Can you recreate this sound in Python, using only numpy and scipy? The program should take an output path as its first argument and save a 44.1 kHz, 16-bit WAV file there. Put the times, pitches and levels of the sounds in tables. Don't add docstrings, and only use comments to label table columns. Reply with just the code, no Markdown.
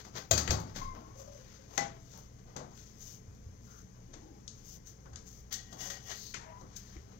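import sys
import numpy as np
from scipy import signal
from scipy.fft import rfft, irfft, next_fast_len
from scipy.io import wavfile

SR = 44100
rng = np.random.default_rng(int(sys.argv[2]) if len(sys.argv) > 2 else 0)


def to_wav(s):
    ch = np.atleast_2d(s).T
    pcm = np.round(np.clip(ch, -1, 1) * 32767)
    wavfile.write(sys.argv[1], SR, pcm.astype(np.int16))


def magnitude_from_level(level_db):
    exponent = np.asarray(level_db, float) / 20
    return 10 ** exponent


N = 317079
HZ = np.maximum(np.arange(next_fast_len(N) // 2 + 1) * SR / next_fast_len(N), 1)


# t/s, level/dB at 3.5-10 kHz (scene() adds 2), then body, edge and air/dB against it
KNOCKS = [(0.0485, -49.5, -1.5, -0.5, -18), (0.1501, -44.5, -6.5, -10, -21), (0.3097, -16.5, -19, -10, -10),
          (0.3334, -28, -6.5, -18, -33), (0.378, -25.5, -27, -7.5, -9), (0.4753, -34.5, -1.5, 6, -13),
          (0.5057, -21, -10, -10, -17), (0.5124, -28, -15, -9, -12), (0.76, -37.5, -6.5, -5, -31),
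          (1.7757, -26.5, -13, -3.5, -17), (2.5627, -35.5, -6.5, -6, -19), (2.7856, -52, -22, -14, -15),
          (5.0564, -59.5, 3.5, 1, -28), (5.1316, -51.5, -6.5, -8, -24), (5.5248, -27.5, -53, -12, -9),
          (5.5382, -28.5, -35, -25, -18), (5.5494, -42, -20, -26, -29), (5.726, -43.5, -6.5, -21, -13),
          (5.8065, -37.5, -18.5, -13, -12), (5.9, -32, -38, -9.5, -17), (6.1125, -35.5, -31, -5, -30),
          (6.6094, -56.5, 6, -25, -29), (6.763, -41.5, -34, -13, -8)]


def knocks():
    return contacts(KNOCKS, contact_ms=3.26)


# t/s, level/dB at 3.5-10 kHz, then body, edge and air/dB against it
CLICKS = [(0.377, -15, -18, -10.5, -32), (0.5997, -40.5, -8, -5, -4), (1.7781, -20.5, -15.5, -3, -31),
          (1.7894, -40, -12, -13, -29), (2.136, -45.5, -5.5, -11, -23), (2.1745, -48.5, -2.5, -7, 2),
          (2.71, -55, -1, -3, -16), (3.3477, -55, -13, -14, -9), (4.138, -39.5, -12.5, -5, -40),
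          (4.4777, -31, -46, -25, -38), (5.1579, -33, -36, -12.5, -44), (6.342, -26, -18.5, -4.5, -25),
          (6.9654, -49, -15, 1.5, -21.5)]


def clicks():
    return contacts(CLICKS, contact_ms=1.51)


# low f/Hz, high f/Hz
CONTACT_BANDS = [(3500, 10300), (350, 1200), (1200, 3500), (10300, 16000), (130, 350)]
TAIL_T60 = [0.29, 0.44, 0.38, 0.21, 0.64]
# level/dB, before the scaling by contact time
TAIL_LEVEL = [-7, 1, -7, -6, 2.5]


def contacts(events, contact_ms):
    age = np.arange(SR // 8) / SR / (contact_ms / 1000)
    burst = np.minimum(age * 1.35, 1) ** 2 * np.exp(-age)
    s, level_db, body, edge, air = np.transpose(events)
    boom = body - 5.5
    rel_db = [0, body, edge, air, boom]
    out = 0
    for k, noise in enumerate(bands(port_noise(PORT), CONTACT_BANDS)):
        start = np.zeros(N)
        start[np.round(s * SR).astype(int)] = magnitude_from_level(2 * (level_db + rel_db[k]))
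        contact = np.maximum(signal.oaconvolve(start, burst)[:N], 0)
        tail = dying(start, TAIL_T60[k] / 2) - dying(start, 0.015)
        tail = np.maximum(tail, 0) * contact_ms / 6
        out = out + noise * np.sqrt(contact + magnitude_from_level(2 * TAIL_LEVEL[k]) * tail)
    return out


# f/Hz, level/dB, t60/s
LID = [(551, -3, 0.078), (603, 1.5, 0.13), (650, -4, 0.15), (830, -23, 0.25), (858, -19, 0.94),
       (1284, -17.5, 0.51), (1530, -17, 0.41), (2200, -16, 0.25), (2515, -6, 0.13), (3250, -7.5, 0.11),
       (3560, -25, 0.17), (3890, -14, 0.34), (4300, -3, 0.091), (5400, -19, .27), (5430, -21, 0.2),
       (5400, -15, 0.37), (6130, -11, 0.24), (6200, -19, 0.22), (6500, -21, 0.15), (6700, 4.5, 0.13),
       (6700, -4, 0.054), (7000, -20, 0.12), (7500, 0, 0.11)]
# t/s, level/dB
LID_BLOWS = [(.310, -28), (.334, -31), (.377, -45), (.476, -41.5), (.504, -36)]


def lid():
    return struck(LID, LID_BLOWS)


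# f/Hz, level/dB, t60/s
LATCH = [(4605, 0, .3), (4640, -8, .2), (4718, -5, .35)]
# t/s, level/dB
LATCH_BLOWS = [(0.33, -32), (0.38, -50), (0.478, -34), (0.504, -38)]


def latch():
    return struck(LATCH, LATCH_BLOWS)


# f/Hz, level/dB, t60/s
BLOCK = [(528, -8, 0.46), (664, 0, 0.56), (807, 9.5, 0.24), (954, 5, 0.24), (1384, -13, 0.11),
         (1530, -3, 0.17), (1753, -3.5, 0.14), (2000, 0, 0.15), (3240, -18, 0.33), (5530, -6, 0.3),
         (5510, -4, 0.41), (6140, 0, 0.19)]
# t/s, level/dB
BLOCK_BLOWS = [(1.777, -39), (1.79, -45)]


def block():
    return struck(BLOCK, BLOCK_BLOWS)


def struck(modes, blows, rattle_s=0.00077):
    s, blow_db = np.transpose(blows)
    at = np.round(s * SR).astype(int)
    chance_db = rng.normal(0, 2.5, (len(blows), len(modes)))
    swell = np.exp(-1 / (rattle_s * SR))
    out = np.zeros(N)
    for k, (hz, level_db, t60) in enumerate(modes):
        hits = np.zeros(N)
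        hits[at] = magnitude_from_level(blow_db + level_db + chance_db[:, k])
        hits += 1e-18
        r, w = magnitude_from_level(-60 / (t60 * SR)), 2 * np.pi * hz / SR
        push = signal.lfilter([1], [1, -2 * r * swell * np.cos(w), (r * swell) ** 2], hits)
        ring = signal.lfilter([1], [1, -2 * r * np.cos(w), r * r], hits)
        out += np.sin(w) * (ring - push) * magnitude_from_level(3.5 * drift(50))
    return out


# start t/s, length/s, start f/Hz, end f/Hz, level/dB (scene() adds 4.5)
SQUEAKS = [(.81, 0.19, 1065, 1039, -45.5), (1.03, 0.14, 1041, 1126, -63), (1.15, 0.23, 522, 573, -55.5),
           (1.26, 0.054, 603, 608, -57), (1.325, 0.046, 614, 598, -58), (1.38, 0.18, 523, 528, -61.5),
           (1.58, 0.079, 547, 519, -60.5), (5.85, 0.13, 547, 565, -60), (6.035, .035, 530, 530, -71),
           (6.39, 0.115, 923, 960, -55), (6.45, 0.1, 650, 610, -57), (6.47, .16, 955, 1002, -54.5)]


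def squeaks(octave_db=-17, catch_db=2.8, jitter=.02):
    attack_s, release_s, sag_db_per_s = 0.016, 0.016, 43
    out, wobble, catch = np.zeros(N), drift(67.0), drift(40)
    for k, (s, length, start_hz, end_hz, db) in enumerate(SQUEAKS):
        at = np.arange(round(s * SR), round((s + length) * SR))
        age = at / SR - s
        own = (at + k * SR) % N
        hz = np.linspace(start_hz, end_hz, len(at)) * (1 + jitter * wobble[own])
        phase = 2 * np.pi * np.cumsum(hz) / SR
        fade = np.clip(np.minimum(age / attack_s, (length - age) / release_s), 0, 1)
        gain = np.sqrt(2) * fade * magnitude_from_level(db - sag_db_per_s * age + catch_db * catch[own])
        out[at] += gain * (np.sin(phase) + magnitude_from_level(octave_db) * np.sin(2 * phase))
    return out


# f/Hz, width/Hz, level/dB
TRAY = [(760, 99, -0.5), (1894, 36, 11.5), (2950, 140, 2), (3300, 91, 3.5), (4600, 38, -5), (4670, 36, -16),
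        (5900, 60, -15)]


def tray(rough):
    start_s, end_s, fade_s = 5.5, 6.2, 0.022
    t = np.arange(N) / SR
    scrape = rough * np.clip(np.minimum(t - start_s, end_s - t) / fade_s, 0, 1)
    return sum(magnitude_from_level(level_db) * resonance(scrape, hz, width_hz) for hz, width_hz, level_db in TRAY)


# peak t/s, rise/s, fall/s, level/dB at 5-10 kHz (scene() adds 4), pressure 0-1
BRUSHES = [(0.0, .02, 0.08, -54, 0.9), (.052, .01, 0.078, -52.5, 0.63), (.174, 0.034, 0.096, -45.5, 0.97),
           (.7, 0.091, 0.13, -62, 1), (.765, 0.023, 0.17, -47.5, 0.78), (1.204, 0.059, 0.13, -52.5, .02),
           (1.342, 0.05, 0.21, -60.5, 0), (1.546, 0.61, .3, -61.5, 0.82), (1.77, 0.1, .025, -51.5, 0.4),
           (2.182, 0.22, 0.14, -56, 0.4), (2.792, 0.1, .4, -57.5, 0.4), (3.06, .2, 0.18, -58, 0.1),
           (4.6, .1, 0.15, -60, 0.3), (4.875, 0.023, 0.095, -52, .1), (5.275, .025, .1, -52.5, .02),
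           (5.522, 0.016, 0.034, -46, 0.68), (5.68, 0.072, 0.091, -61, 0.6),
           (5.728, 0.027, 0.063, -53, 0.4), (5.814, 0.029, 0.13, -44, 0.42), (6.61, .05, .06, -63, 0),
           (6.766, 0.011, 0.034, -41, .02), (6.8, .03, 0.15, -54, 0.3), (6.9, 0.19, 0.26, -61.5, 0.8)]
BRUSH_COLOUR = [(0, -41.5, -19.5, -13, -11), (0, 0, -0.5, -12.5, 0.5)]


def brushes():
    return strokes(BRUSHES, BRUSH_COLOUR, rise_shape=1.38, fall_shape=1.13)


# peak t/s, rise/s, fall/s, level/dB at 5-10 kHz (scene() adds 4), pressure 0-1
SWEEPS = [(3.07, 0.11, 0.13, -50, 0.072), (3.74, 0.14, 0.12, -60, 0.34), (4.72, 0.096, 0.076, -51, .05),
          (4.89, 0.045, 0.046, -57, .1), (5.33, .09, 0.13, -58, .05), (5.86, 0.1, 0.13, -44.5, 0.49),
          (6.21, 0.22, 0.16, -48.5, 0.19)]
SWEEP_COLOUR = [(0, -30, -23, -9.5, -10.5), (0, 5, -1, -13, -6)]


def sweeps():
    return strokes(SWEEPS, SWEEP_COLOUR, rise_shape=3.2, fall_shape=3.2)


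# peak t/s, rise/s, fall/s, level/dB at 350-1200 Hz (scene() adds 4), dryness 0-1
SHUFFLES = [(.96, 0.038, 0.11, -51, 0.17), (1.02, 0.24, 0.27, -56.5, 0.2), (1.204, 0.029, .2, -58, 0),
            (1.745, 0.074, 0.12, -55.5, 0.4), (1.97, .05, 0.07, -64, 0.4), (2.392, 0.0093, 0.024, -68, 0.9),
            (2.5, 0.056, 0.11, -59, 0.42), (2.73, .05, 0.057, -64, .2), (3.22, 0.073, 0.048, -74, 0.3),
            (3.3, 0.012, 0.085, -67, .1), (3.95, 0.022, .12, -66, 0.2), (4.138, .012, 0.026, -59, 1),
            (4.18, .05, 0.32, -69.5, 0.84), (5.96, 0.096, 0.16, -60, 1), (6.112, 0.051, 0.076, -51.5, 1),
            (6.42, 0.047, 0.12, -66.5, 0.95), (6.585, 0.044, 0.18, -67, 0.5), (6.75, 0.1, 0.06, -66, 0.96),
            (7.136, 0.085, 0.094, -60.5, 0.55)]
SHUFFLE_COLOUR = [(-23, 0.0042, -11.5, -22, -17), (5, 0, -1, -27, 2.5)]


def shuffles():
    return strokes(SHUFFLES, SHUFFLE_COLOUR, rise_shape=1.38, fall_shape=1.13)


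def strokes(rows, colour_db, rise_shape, fall_shape):
    t, power = np.arange(0, N + 32, 32) / SR, 0
    low_db, high_db = np.array(colour_db)
    for s, rise, fall, db, share in rows:
        before = (np.maximum(s - t, 0) / rise) ** rise_shape
        after = (np.maximum(t - s, 0) / fall) ** fall_shape
        course_db = db - 20 * (before + after)
        mix_db = low_db + share * (high_db - low_db)
        power = power + np.outer(magnitude_from_level(2 * mix_db), magnitude_from_level(2 * course_db))
    return [np.interp(np.arange(N) / SR, t, band) for band in power]


# low f/Hz, high f/Hz
RUSTLE_BANDS = [(5300, 10300), (350, 1200), (1200, 3000), (10300, 16000), (3000, 5300)]
ROOM_LEVEL = [-67.5, -71, -73, -81, -73.5]


def rustle(flicker_db=1.06, snaps_per_s=60):
    snaps = (rng.random(N) < snaps_per_s / SR) * np.minimum(rng.exponential(2.3, N), 3)
    slow = magnitude_from_level(2 * flicker_db * (drift(97) + drift(15.0)))
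    flicker = slow * (1 + dying(snaps, 0.0071)) / 1.32
    brushed, swept, shuffled = brushes(), sweeps(), shuffles()
    out = 0
    for k, noise in enumerate(bands(port_noise(PORT), RUSTLE_BANDS)):
        rubbing = (brushed[k] + swept[k] + shuffled[k]) * flicker
        out = out + noise * np.sqrt(rubbing + magnitude_from_level(2 * ROOM_LEVEL[k]))
    return out


# start t/s, end t/s, f/Hz, width/Hz, level/dB
RUBS_AND_TAPS = [(0.932, 1.167, 308, 25, -61.5), (0.938, 1.058, 236.5, 50, -55.5),
                 (2.556, 2.676, 650, 346, -47.5), (3.671, 3.834, 1330, 248, -61.5),
                 (4.088, 4.423, 300, 123, -58), (4.214, 4.403, 830, 59.7, -64),
                 (5.054, 5.085, 1430, 300, -53.5), (5.126, 5.17, 1440, 300, -56),
                 (5.723, 5.76, 760, 200, -52), (6.106, 6.344, 4450, 905, -50.5),
                 (6.1, 6.318, 13900, 900, -66), (6.338, 6.359, 2330, 990, -35.5),
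                 (6.375, 6.554, 1780, 890, -59.5), (6.406, 6.622, 820, 390, -56),
                 (6.961, 6.965, 2120, 250, -53), (6.956, 6.992, 332, 201, -50)]


def rubs_and_taps():
    out = np.zeros(N)
    for start, end, hz, width_hz, db in RUBS_AND_TAPS:
        at = np.arange(round((start - .1) * SR), min(round((end + .1) * SR), N))
        t, white = at / SR, rng.standard_normal(SR)[:len(at)]
        noise = rms_one(resonance(resonance(white, hz, width_hz), hz, width_hz * 2))
        fade = np.clip(np.minimum((t - start) / 0.0036, (end + 0.029 - t) / 0.087), 0, 1)
        out[at] += magnitude_from_level(db) * noise * fade
    return out


# t/s, level/dB, f/Hz, t60/s
THUDS = [(0.142, -48, 125, 0.3), (0.309, -31, 106.7, 0.55), (0.325, -31, 74.6, 0.84),
         (.495, -25, 72.3, 0.27), (.512, -31.5, 102.8, 0.57), (0.793, -42, 110, 0.4),
         (.85, -41, 89.3, 0.38), (3.279, -41.5, 89.2, 0.26), (3.465, -39.5, 86.4, 0.2),
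         (5.122, -43.5, 78, 0.28), (6.968, -41, 68.5, 0.24)]


def thuds():
    t, out = np.arange(N) / SR, np.zeros(N)
    for s, level_db, hz, t60 in THUDS:
        age = np.maximum(t - s, 0)
        swell = 1 - np.exp(-age * hz * 27.0)
        out += magnitude_from_level(level_db - 60 * age / t60) * swell * np.sin(2 * np.pi * hz * age)
    return out


def door_push():
    at_s, hz, level_db, width_s = 0.857, 25, -40.5, 0.068
    t = np.arange(N) / SR
    return magnitude_from_level(level_db) * np.sin(2 * np.pi * hz * t) * np.exp(-.5 * ((t - at_s) / width_s) ** 2)


# f/Hz, level/dB (rms, before it wavers)
HUM = [(60, -61), (120, -61.5), (180, -82)]


def fridge(waver_db=2.0):
    t, out = np.arange(N) / SR, 0
    for hz, db in HUM:
        tone = np.sin(2 * np.pi * hz * t + 0.46 * drift(1.9))
        out = out + np.sqrt(2) * magnitude_from_level(db + waver_db * drift(7.1)) * tone
    return out


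# f/Hz, level/dB per Hz (only the shape counts)
RUMBLE = [(15, -37), (27, 4), (40, -7), (60, -8), (90, 1.5), (120, -2.5), (200, -3.5), (330, -12),
          (500, -13.5), (900, -46)]


def house_rumble():
    return magnitude_from_level(-56) * rms_one(port_noise(RUMBLE))


# f/Hz, level/dB per Hz
PORT = [(130, 4), (350, -5.5), (1200, -6.5), (2000, -6), (2700, -14), (4500, -10), (5600, -10),
        (6350, -1.5), (7200, -12), (8200, -23.5), (9600, -39.5), (10300, -57.5), (11000, -45.5),
        (11800, -33.5), (15600, -32.5)]
# f/Hz, likeness 0-1
LIKENESS = [(60, 0.81), (150, 0.99), (400, 0.23), (1000, 1), (4000, 0.097), (12000, .3)]


def port_noise(spectrum):
    a, b = rng.standard_normal((2, N))
    alike = at_hz(LIKENESS)
    other = filtered(a, alike) + filtered(b, np.sqrt(1 - alike ** 2))
    return filtered(np.array([a, other]), magnitude_from_level(at_hz(spectrum)) * walls()[0])


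def walls():
    echo_t60_s, echo_db = 0.22, -5
    t = np.arange(SR // 2) / SR
    echoes = rng.standard_normal((2, len(t))) * magnitude_from_level(-60 * t / echo_t60_s) * (t > .002)
    echoes *= magnitude_from_level(echo_db) / np.sqrt(np.sum(echoes ** 2, axis=1, keepdims=True))
    echoes[:, 0] = 1
    return rfft(echoes, next_fast_len(N)) / np.sqrt(1 + magnitude_from_level(2 * echo_db))


def bands(noise, edges_hz):
    filters = [signal.butter(3, edge, "band", fs=SR, output="sos") for edge in edges_hz]
    parts = [signal.sosfilt(sos, noise) for sos in filters]
    return [part / np.sqrt(np.mean(part[0] ** 2)) for part in parts]


def resonance(x, hz, width_hz):
    r = np.exp(-np.pi * width_hz / SR)
    gain = np.array([1, 0, -1]) * (1 - r * r) / 2
    return signal.lfilter(gain, [1, -2 * r * np.cos(2 * np.pi * hz / SR), r * r], x + 1e-18)


def dying(pulses, t60):
    return signal.lfilter([1], [1, -magnitude_from_level(-60 / (t60 * SR))], pulses + 1e-18)


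def drift(rate):
    r = np.exp(-32 * np.pi * rate / SR)
    white = rng.standard_normal(N // 16 + 3002)
    slow = signal.lfilter([1], [1, -2 * r, r * r], white)[3000:]
    return np.interp(np.arange(N) / 16, np.arange(len(slow)), rms_one(slow))


def rms_one(x):
    return x / np.sqrt(np.mean(x ** 2) + 1e-20)


def at_hz(points):
    hz, value = np.transpose(points)
    return np.interp(np.log(HZ), np.log(hz), value)


def filtered(x, gain):
    return irfft(rfft(x, next_fast_len(N)) * gain, next_fast_len(N))[..., :N]


def scene():
    rough = magnitude_from_level(2) * knocks() + clicks() + magnitude_from_level(4) * rustle()
    tonal = lid() + latch() + block() + magnitude_from_level(4.5) * squeaks()
    low = thuds() + door_push() + fridge() + house_rumble()
    return rough + tray(rough) + filtered(tonal, walls()) + rubs_and_taps() + low


# f/Hz, loss as level/dB
MUFFLING = [(60, 1), (200, 0.5), (380, 6), (700, 9.5), (1290, 14), (2380, 21), (4400, 43.5), (5800, 116),
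            (6800, 124)]


def covered_port(x):
    lag_s = 0.00046
    return filtered(x, magnitude_from_level(-at_hz(MUFFLING)) * np.exp(-2j * np.pi * HZ * lag_s))


def roll_off(x):
    return signal.sosfilt(signal.butter(12, 16540, fs=SR, output="sos"), x)


def record(dry):
    ports = np.array([dry[0], covered_port(dry[1])])
    mix = filtered(ports, HZ < 15850)
    return roll_off(mix)


dry = scene()
out = record(dry)
to_wav(out)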